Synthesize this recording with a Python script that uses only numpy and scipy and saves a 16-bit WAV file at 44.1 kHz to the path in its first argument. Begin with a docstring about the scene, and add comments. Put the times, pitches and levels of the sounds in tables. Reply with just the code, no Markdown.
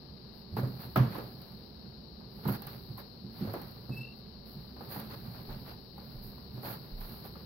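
"""Hollow bumps and sharp taps come first: a kitten paws at the flap of a large cardboard box.
Soft pushes boom in the panels, hard contacts clack and ring the lid, and claws rasp as fibres
catch and slip. About four seconds in, one thin, high squeak pulses and breaks into a trill.
Behind it, in a small room, lie a few slow heaves of air, a low rumble and a steady hiss on the left."""
import sys
import numpy as np
from scipy import signal
from scipy.fft import rfft, irfft, next_fast_len
from scipy.io import wavfile
from scipy.ndimage import uniform_filter1d

SR = 44100
rng = np.random.default_rng(int(sys.argv[2]) if len(sys.argv) > 2 else 0)


def store_pcm(level_fs):
    """Save levels as 16-bit WAV."""
    pcm = np.round(np.clip(level_fs, -1, 1) * 32767).astype(np.int16)
    wavfile.write(sys.argv[1], SR, np.atleast_2d(pcm).T)


N = 328545
T = np.arange(N) / SR
ROOM_T60_S = 0.47


def undb(db):
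    """Decibels to gain."""
    return 10 ** (np.asarray(db) / 20)


def unit(x):
    """Scale to rms 1."""
    return x / np.sqrt(np.mean(x ** 2))


def fade(t, t60_s):
    """Exponential decay, 60 dB in t60_s."""
    return np.exp(-np.log(1000) * t / t60_s)


def add(out, start_s, x):
    """Mix x into out at start_s."""
    i = int(start_s * SR)
    out[:, i:i + x.shape[1]] += x[:, :N - i]


def at_bins(points, n):
    """Interpolate (freq_hz, value) points at the bins of an n-point spectrum."""
    hz, value = np.transpose(points)
    return np.interp(np.log(np.fft.rfftfreq(n, 1 / SR) + 1), np.log(hz), value)


def colour(x, spectrum):
    """Minimum-phase filter with a (freq_hz, gain_db) response."""
    n = 4096
    cepstrum = irfft(np.log(undb(at_bins(spectrum, n))))
    cepstrum[1:n // 2] *= 2
    cepstrum[n // 2 + 1:] = 0
    impulse = irfft(np.exp(rfft(cepstrum)))
    return signal.fftconvolve(x, impulse[None], axes=1)[:, :x.shape[1]]


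# Left-right coherence of the room: freq_hz, correlation
COHERENCE = [(100, 0.98), (200, 0.94), (350, 0.56), (700, 0.44), (1300, 0), (16000, 0)]
def diffuse(n):
    """Stereo room noise: alike in the bass, unrelated in the treble."""
    size = next_fast_len(n, True)
    alike = at_bins(COHERENCE, size)
    mid, side = rfft(rng.standard_normal((2, size))) * np.sqrt([(1 + alike) / 2, (1 - alike) / 2])
    return irfft(np.array([mid + side, mid - side]), size)[:, :n]


# Low panel modes: freq_hz, level_db, t60_factor
BOX_MODES = [(129, -0.5, 1.22), (199.3, -5.5, 1.04), (220.5, -13, 1.68), (263.6, -13, 0.99),
             (354.2, -16, 1.19)]
# Boom of the box: freq_hz, gain_db
BOX_SPECTRUM = [(50, -41.5), (90, -3), (125, 7.5), (165, 2.5), (210, 0.5), (300, -10.5), (430, -9),
                (700, -58.5)]
# Paw and head bumps: start_s, level_db, pitch_hz, upper_modes_db
BUMPS = [(0.522, -34, 92, -3.5), (0.575, -26.5, 124.5, 1), (0.63, -22, 126.5, -28),
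         (0.843, -37.5, 116, 0.5), (0.967, -21.5, 127.3, 3.5), (0.998, -16, 127.3, -28),
         (2.455, -25, 138.6, 0), (2.486, -29, 114, 4.5), (2.899, -34, 115.5, -9), (3.238, -37.5, 121, 5),
         (3.41, -34, 150, 10), (3.474, -34, 108, -1), (3.892, -29.5, 125, -3), (3.975, -34.5, 129.2, -5),
         (4.555, -37.5, 146.5, -2.5), (4.964, -38, 138, 7), (5.275, -38.5, 113.5, -18),
         (5.558, -38, 135.7, -1), (6.544, -35.5, 124.4, -10), (6.657, -37.5, 117, -2)]
def bumps(push_s=0.0049, boom_db=3, base_t60_s=0.19, room_db=-14, room_t60_s=0.44):
    """A soft push swells into the panel modes; the room booms on after it."""
    out, t = np.zeros((2, N)), T[:SR // 2]
    swell = 1 - np.exp(-t / push_s)
    for start_s, level_db, pitch_hz, upper_db in BUMPS:
        modes = 0
        for k, (mode_hz, mode_db, t60_factor) in enumerate(BOX_MODES):
            # the struck panel sets the lowest mode's pitch
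            hz, db = (mode_hz, mode_db + upper_db) if k else (pitch_hz, mode_db)
            modes += undb(db) * fade(t, base_t60_s * t60_factor) * np.sin(2 * np.pi * hz * t)
        room = undb(room_db) * unit(colour(diffuse(len(t)), BOX_SPECTRUM)) * fade(t, room_t60_s)
        add(out, start_s, undb(level_db + boom_db) * swell * (modes + room))
    return out


def ringing(t60_s, room_db):
    """Dense short ring of the board, then the room's tail."""
    t = T[:SR // 2]
    return diffuse(len(t)) * (fade(t, t60_s) + undb(room_db) * fade(t, ROOM_T60_S))


USUAL_SPOT_HZ = 795
# Struck cardboard: freq_hz, gain_db
BOARD_SPECTRUM = [(120, -15.5), (250, 5.5), (400, 6.5), (750, 0.5), (1250, -2.5), (1700, -10),
                  (2500, -20.5), (4500, -29.5), (6000, -43), (8000, -100), (16000, -89)]
# Claw-tip click and sizzle: freq_hz, gain_db
TIP_SPECTRUM = [(2000, -67), (6000, -29.5), (8500, -27.5), (10000, -13), (12000, 2), (13500, -2),
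                (16000, -0.5)]
# Stiff lid modes: freq_hz, level_db
LID_MODES = [(560, 0), (740, -11), (890, -9.5), (1010, -5.5), (1170, -1.5), (1280, -7.5), (1335, -46),
             (1410, -5.5), (1680, -5)]
def contact(pitch_hz, click_db, base_tilt_db_per_oct, board_db=-26, spot_db=-1, lid_db=-23):
    """A hard contact: the struck spot clacks, the lid rings on, the claw tip clicks."""
    t = T[:SR // 2]
    give_s, left_lag_s = 0.002, 0.00017
    # a stiffer spot is higher, brighter and wakes the lid more
    stiffness_oct = np.log2(pitch_hz / USUAL_SPOT_HZ)
    tilt_db_per_oct = base_tilt_db_per_oct + 4 * stiffness_oct
    spectrum = [(hz, db + tilt_db_per_oct * np.log2(hz / 1000)) for hz, db in BOARD_SPECTRUM]
    board = undb(board_db) * unit(colour(ringing(t60_s=0.048, room_db=-4.5), spectrum))
    stereo_t = np.array([t - left_lag_s, t])
    spot = undb(spot_db) * fade(t, t60_s=0.029) * np.sin(2 * np.pi * pitch_hz * stereo_t)
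    modes = sum(undb(db) * np.sin(2 * np.pi * (hz * t + rng.random((2, 1)))) for hz, db in LID_MODES)
    lid = undb(lid_db + 7 * stiffness_oct) * fade(t, t60_s=0.16) * modes
    click = undb(click_db) * unit(colour(ringing(t60_s=0.02, room_db=-20), TIP_SPECTRUM))
    onset = 1 - np.exp(-t / give_s)  # cardboard gives way
    return onset * (board + spot + lid) + click


# Knocks on the board: start_s, level_db, pitch_hz
KNOCKS = [(0.567, -23, 867), (0.586, -26, 850), (0.631, -29, 545), (0.959, -12.5, 1270),
          (1.151, -27.5, 1020), (1.183, -24.5, 500), (2.205, -44.5, 900), (2.387, -43.5, 820),
          (2.453, -27.5, 870), (2.484, -23.5, 987), (2.978, -38, 1060), (3.447, -33.5, 550),
          (3.472, -30, 580), (3.538, -23, 677), (3.557, -33, 544), (3.892, -34.5, 420), (4.765, -38, 785),
          (4.807, -32.5, 790), (4.96, -31, 810), (5.107, -45, 1050), (5.49, -37, 810), (5.979, -38.5, 810),
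          (6.379, -45, 990), (6.574, -35, 383), (6.632, -35.5, 800), (6.669, -35, 770), (6.694, -40, 775),
          (7.25, -41, 750), (7.354, -41.5, 1250)]
def knocks():
    """Paws and the flap strike spots of differing stiffness."""
    out = np.zeros((2, N))
    for start_s, level_db, pitch_hz in KNOCKS:
        add(out, start_s, undb(level_db) * contact(pitch_hz, click_db=-43, base_tilt_db_per_oct=0.5))
    return out


# Claw-tip snaps: start_s, level_db
CLAW_TICKS = [(0.973, -30.5), (1.416, -46), (1.52, -54), (2.62, -38.5), (2.668, -35.5), (2.976, -44),
              (3.536, -39), (3.616, -42), (3.71, -51), (4.998, -35.5), (7.009, -41)]
def claw_ticks():
    """A bare claw tip catches and snaps free: brighter than a knock, with more click."""
    out = np.zeros((2, N))
    for start_s, level_db in CLAW_TICKS:
        tick = contact(USUAL_SPOT_HZ, click_db=-23.5, base_tilt_db_per_oct=7.5)
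        add(out, start_s, undb(level_db) * tick)
    return out


def friction(spectrum, slips_per_s, spread_db, t60_s, room_db):
    """Fibres catch and let go at random; each slip is a tiny burst that the room prolongs."""
    sizes = undb(spread_db * np.minimum(rng.exponential(size=N), 4))
    slips = sizes * (rng.random(N) < slips_per_s / SR)
    t = T[:SR // 2]
    burst_power = fade(t, t60_s) ** 2 + (undb(room_db) * fade(t, ROOM_T60_S)) ** 2
    power = signal.fftconvolve(slips ** 2, burst_power)[:N]
    return unit(colour(diffuse(N) * np.sqrt(np.abs(power)), spectrum))


def lid_resonance(rub, width_hz, ring_db):
    """Rubbing rings the lid's modes, which gives it a hollow voice."""
    rings = sum(undb(db) * signal.lfilter(*signal.iirpeak(hz, hz / width_hz, fs=SR), rub)
                for hz, db in LID_MODES)
    return unit(rub + undb(ring_db) * rings)


# Fur and paws shuffling on the box: start_s, length_s, level_db
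BOUTS = [(0.49, 0.8, -59), (2.27, 0.5, -60), (3.271, 0.29, -56.5), (4.48, 0.078, -62.5), (4.736, 0.77, -58),
         (5.88, 0.44, -62), (6.46, 0.39, -59.5), (6.97, 0.36, -59.5)]
def shuffle_envelope(attack_s=0.12, release_s=0.29):
    """In each bout the kitten leans in quickly, holds, and settles slowly."""
    envelope = np.zeros(N)
    for start_s, length_s, level_db in BOUTS:
        attack = np.clip((T - start_s) / attack_s, 0, 1)
        release = np.exp(-np.maximum(T - start_s - length_s, 0) / release_s)
        envelope = np.maximum(envelope, undb(level_db) * attack * release)
    return envelope


# Rubbed cardboard: freq_hz, gain_db
RASP_SPECTRUM = [(150, -6.5), (350, 4.5), (520, 0), (780, 4), (1250, -3), (1750, -5.5), (2400, -9),
                 (3400, -10.5), (4400, -3.5), (6200, -28.5), (8500, -92), (16000, -44)]
# Claw digging in: freq_hz, gain_db
BITE_SPECTRUM = [(600, -15), (1400, 9), (2300, -4), (3300, -14), (4600, -20), (7000, -21)]
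# Claws drawn over the board: start_s, length_s, rasp_db, sizzle_db
STROKES = [(0.314, 0.12, -72, -65), (0.559, 0.051, -47, -49.5), (0.781, 0.086, -50, -49.5),
           (1.09, 0.14, -49, -54), (2.425, 0.047, -53.5, -61), (2.467, 0.045, -45.5, -41),
           (2.506, 0.061, -45.5, -44.5), (2.66, 0.12, -53, -54), (2.972, 0.044, -51.5, -51),
           (3.354, 0.21, -52.5, -78), (3.912, 0.098, -58.5, -59), (4.148, 0.063, -66, -63.5),
           (4.443, 0.11, -62.5, -56.5), (4.885, 0.12, -47.5, -43.5), (5.092, 0.061, -48.5, -53),
           (5.323, 0.083, -54.5, -73), (5.478, 0.1, -52.5, -60), (5.642, 0.099, -52.5, -55.5),
           (6.208, 0.1, -76, -52), (6.613, 0.14, -45.5, -43.5), (6.948, 0.26, -55, -51.5),
           (7.233, 0.054, -53, -51)]
def scratching(idle_db=-64, drone_db=9, shuffle_sizzle_db=0.5, bite_db=-7):
    """Light shuffling and firmer claw strokes rasp; the shuffling keeps the panels droning."""
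    bouts = shuffle_envelope()
    shuffle = np.hypot(bouts, undb(idle_db))  # faint rubbing between bouts
    claws, sizzle_gain = np.zeros(N), bouts * undb(shuffle_sizzle_db)
    for start_s, length_s, rasp_db, sizzle_db in STROKES:
        # bite, drag, lift off
        pressure = np.interp(T, start_s + length_s * np.array([0, .3, .7, 1.3]), [0, 1, .9, 0])
        claws = np.hypot(claws, pressure * undb(rasp_db))
        sizzle_gain = np.hypot(sizzle_gain, pressure * undb(sizzle_db))
    # the firmest strokes tear fibres: brighter and denser
    bite_gain = undb(bite_db) * claws * np.sqrt(claws / claws.max())
    drone = undb(drone_db) * unit(colour(diffuse(N), BOX_SPECTRUM))
    rasp = friction(RASP_SPECTRUM, slips_per_s=450, spread_db=-3, t60_s=0.03, room_db=-13)
    rasp = lid_resonance(rasp, width_hz=22, ring_db=3)
    bite = friction(BITE_SPECTRUM, slips_per_s=2000, spread_db=5, t60_s=0.009, room_db=-22)
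    bite = lid_resonance(bite, width_hz=28, ring_db=-5)
    sizzle = friction(TIP_SPECTRUM, slips_per_s=780, spread_db=2, t60_s=0.018, room_db=-12)
    return shuffle * drone + np.hypot(shuffle, claws) * rasp + bite_gain * bite + sizzle_gain * sizzle


# Squeak harmonics: multiple, level_db
SQUEAK_PARTIALS = [(1, -0.5), (2, -19), (3, -32), (4, -27), (5, -20)]
# Quickening opening pulses: centre_s, half_width_s, level_db
SQUEAK_PULSES = [(3.934, 0.016, -47), (3.979, 0.015, -40.5), (4.016, 0.0076, -40.5)]
def squeak(start_hz=2615, top_hz=2688, rise_hz_per_s=720):
    """A nearly pure tone slides up a little, breaks into an uneven trill and rings in the room."""
    trill_start_s, trill_end_s, trill_hz, trill_depth, trill_db = 4.03, 4.14, 56.1, 0.84, -47
    glide_hz = np.clip(start_hz + rise_hz_per_s * (T - SQUEAK_PULSES[0][0]), start_hz, top_hz)
    trill_gate = np.clip(np.minimum(T - trill_start_s, trill_end_s - T) / .005, 0, 1)
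    wobble = unit(uniform_filter1d(rng.standard_normal(N), size=600))
    flutter = trill_depth * np.sin(2 * np.pi * np.cumsum(trill_hz * (1 + .25 * wobble)) / SR)
    pitch_hz = glide_hz * (1 + .018 * trill_gate * flutter + .003 * wobble)
    phase = 2 * np.pi * np.cumsum(pitch_hz) / SR
    pulses = sum(undb(db) * np.exp(-((T - centre_s) / half_width_s) ** 2)
                 for centre_s, half_width_s, db in SQUEAK_PULSES)
    trill = trill_gate * undb(trill_db) * fade(np.abs(T - trill_start_s), t60_s=0.45) * (1 + flutter)
    overtones_db = -3 - 8 * trill_gate  # weaker once the tone breaks up
    partials = sum(undb(db + overtones_db * (k > 1)) * np.sin(k * phase) for k, db in SQUEAK_PARTIALS)
    tone = (pulses + trill) * partials
    walls = diffuse(SR // 2) * fade(T[:SR // 2], t60_s=0.25)
    walls /= np.sqrt(np.sum(walls ** 2) / 2)
    return tone + .4 * signal.fftconvolve(tone[None], walls, axes=1)[:, :N]


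# Air heaving at the microphone: start_s, level_db
HEAVES = [(5.48, -40.5), (6.148, -43), (6.228, -44.5), (6.917, -36.5), (6.988, -36.5)]
def air_heaves(pitch_hz=32, swell_s=0.026):
    """A few slow cycles of air pressure, the same on both sides."""
    out, t = np.zeros((2, N)), T[:SR // 3]
    heave = t / swell_s * np.exp(1 - t / swell_s) * np.sin(2 * np.pi * pitch_hz * t)
    for start_s, level_db in HEAVES:
        add(out, start_s, undb(level_db) * heave[None])
    return out


# Room air: freq_hz, gain_db
RUMBLE_SPECTRUM = [(15, -14), (30, -18.5), (55, 1), (75, 1.5), (90, -17), (120, -4.5), (165, -8.5),
                   (215, 2), (280, -14), (400, -9), (600, -18), (1200, -29), (2400, -48.5), (5000, -75)]
def room_rumble(level_db=-52):
    """The room's steady low murmur of air."""
    return undb(level_db) * unit(colour(diffuse(N), RUMBLE_SPECTRUM))


# Left microphone noise: freq_hz, gain_db
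HISS_LEFT = [(1000, -35), (2200, -33), (2950, -17), (3450, -23), (3850, -5), (4250, 0), (4650, -2),
             (5450, -14), (6150, -46), (7500, -60), (12200, -30), (16000, -33)]
# Right microphone noise: freq_hz, gain_db
HISS_RIGHT = [(1000, -8), (3400, -7), (4300, -2), (5400, -13), (6200, -29), (9300, -29), (12200, 0),
              (13500, -7), (16000, -7)]
def microphone_hiss(left_db=-53.3, right_db=-71):
    """Each microphone's own steady hiss, far stronger on the left."""
    return np.vstack([undb(db) * unit(colour(rng.standard_normal((1, N)), spectrum))
                      for db, spectrum in ((left_db, HISS_LEFT), (right_db, HISS_RIGHT))])


def scene():
    """Kitten, box and room together."""
    return bumps() + knocks() + claw_ticks() + scratching() + squeak() + air_heaves() + room_rumble()


# Microphone port resonances: freq_hz, left_minus_right_db
PORT_BALANCE = [(100, -2.4), (300, -3), (600, -1), (1300, -2), (2500, 2), (3600, 1), (4400, 11), (6000, 12),
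                (8000, 3), (10500, 2), (12200, -9), (16000, -7)]
def record(dry):
    """Two ports colour the sound differently, the microphones add hiss, a low-pass cuts the top."""
    size = next_fast_len(N, True)
    port_gains = undb(np.outer([.5, -.5], at_bins(PORT_BALANCE, size)))
    heard = irfft(rfft(dry, size) * port_gains, size)[:, :N]
    cutoff_hz = 15750
    lowpass = signal.ellip(10, .2, 70, cutoff_hz, fs=SR, output="sos")
    return signal.sosfilt(lowpass, heard + microphone_hiss())


dry = scene()
out = record(dry)
store_pcm(out)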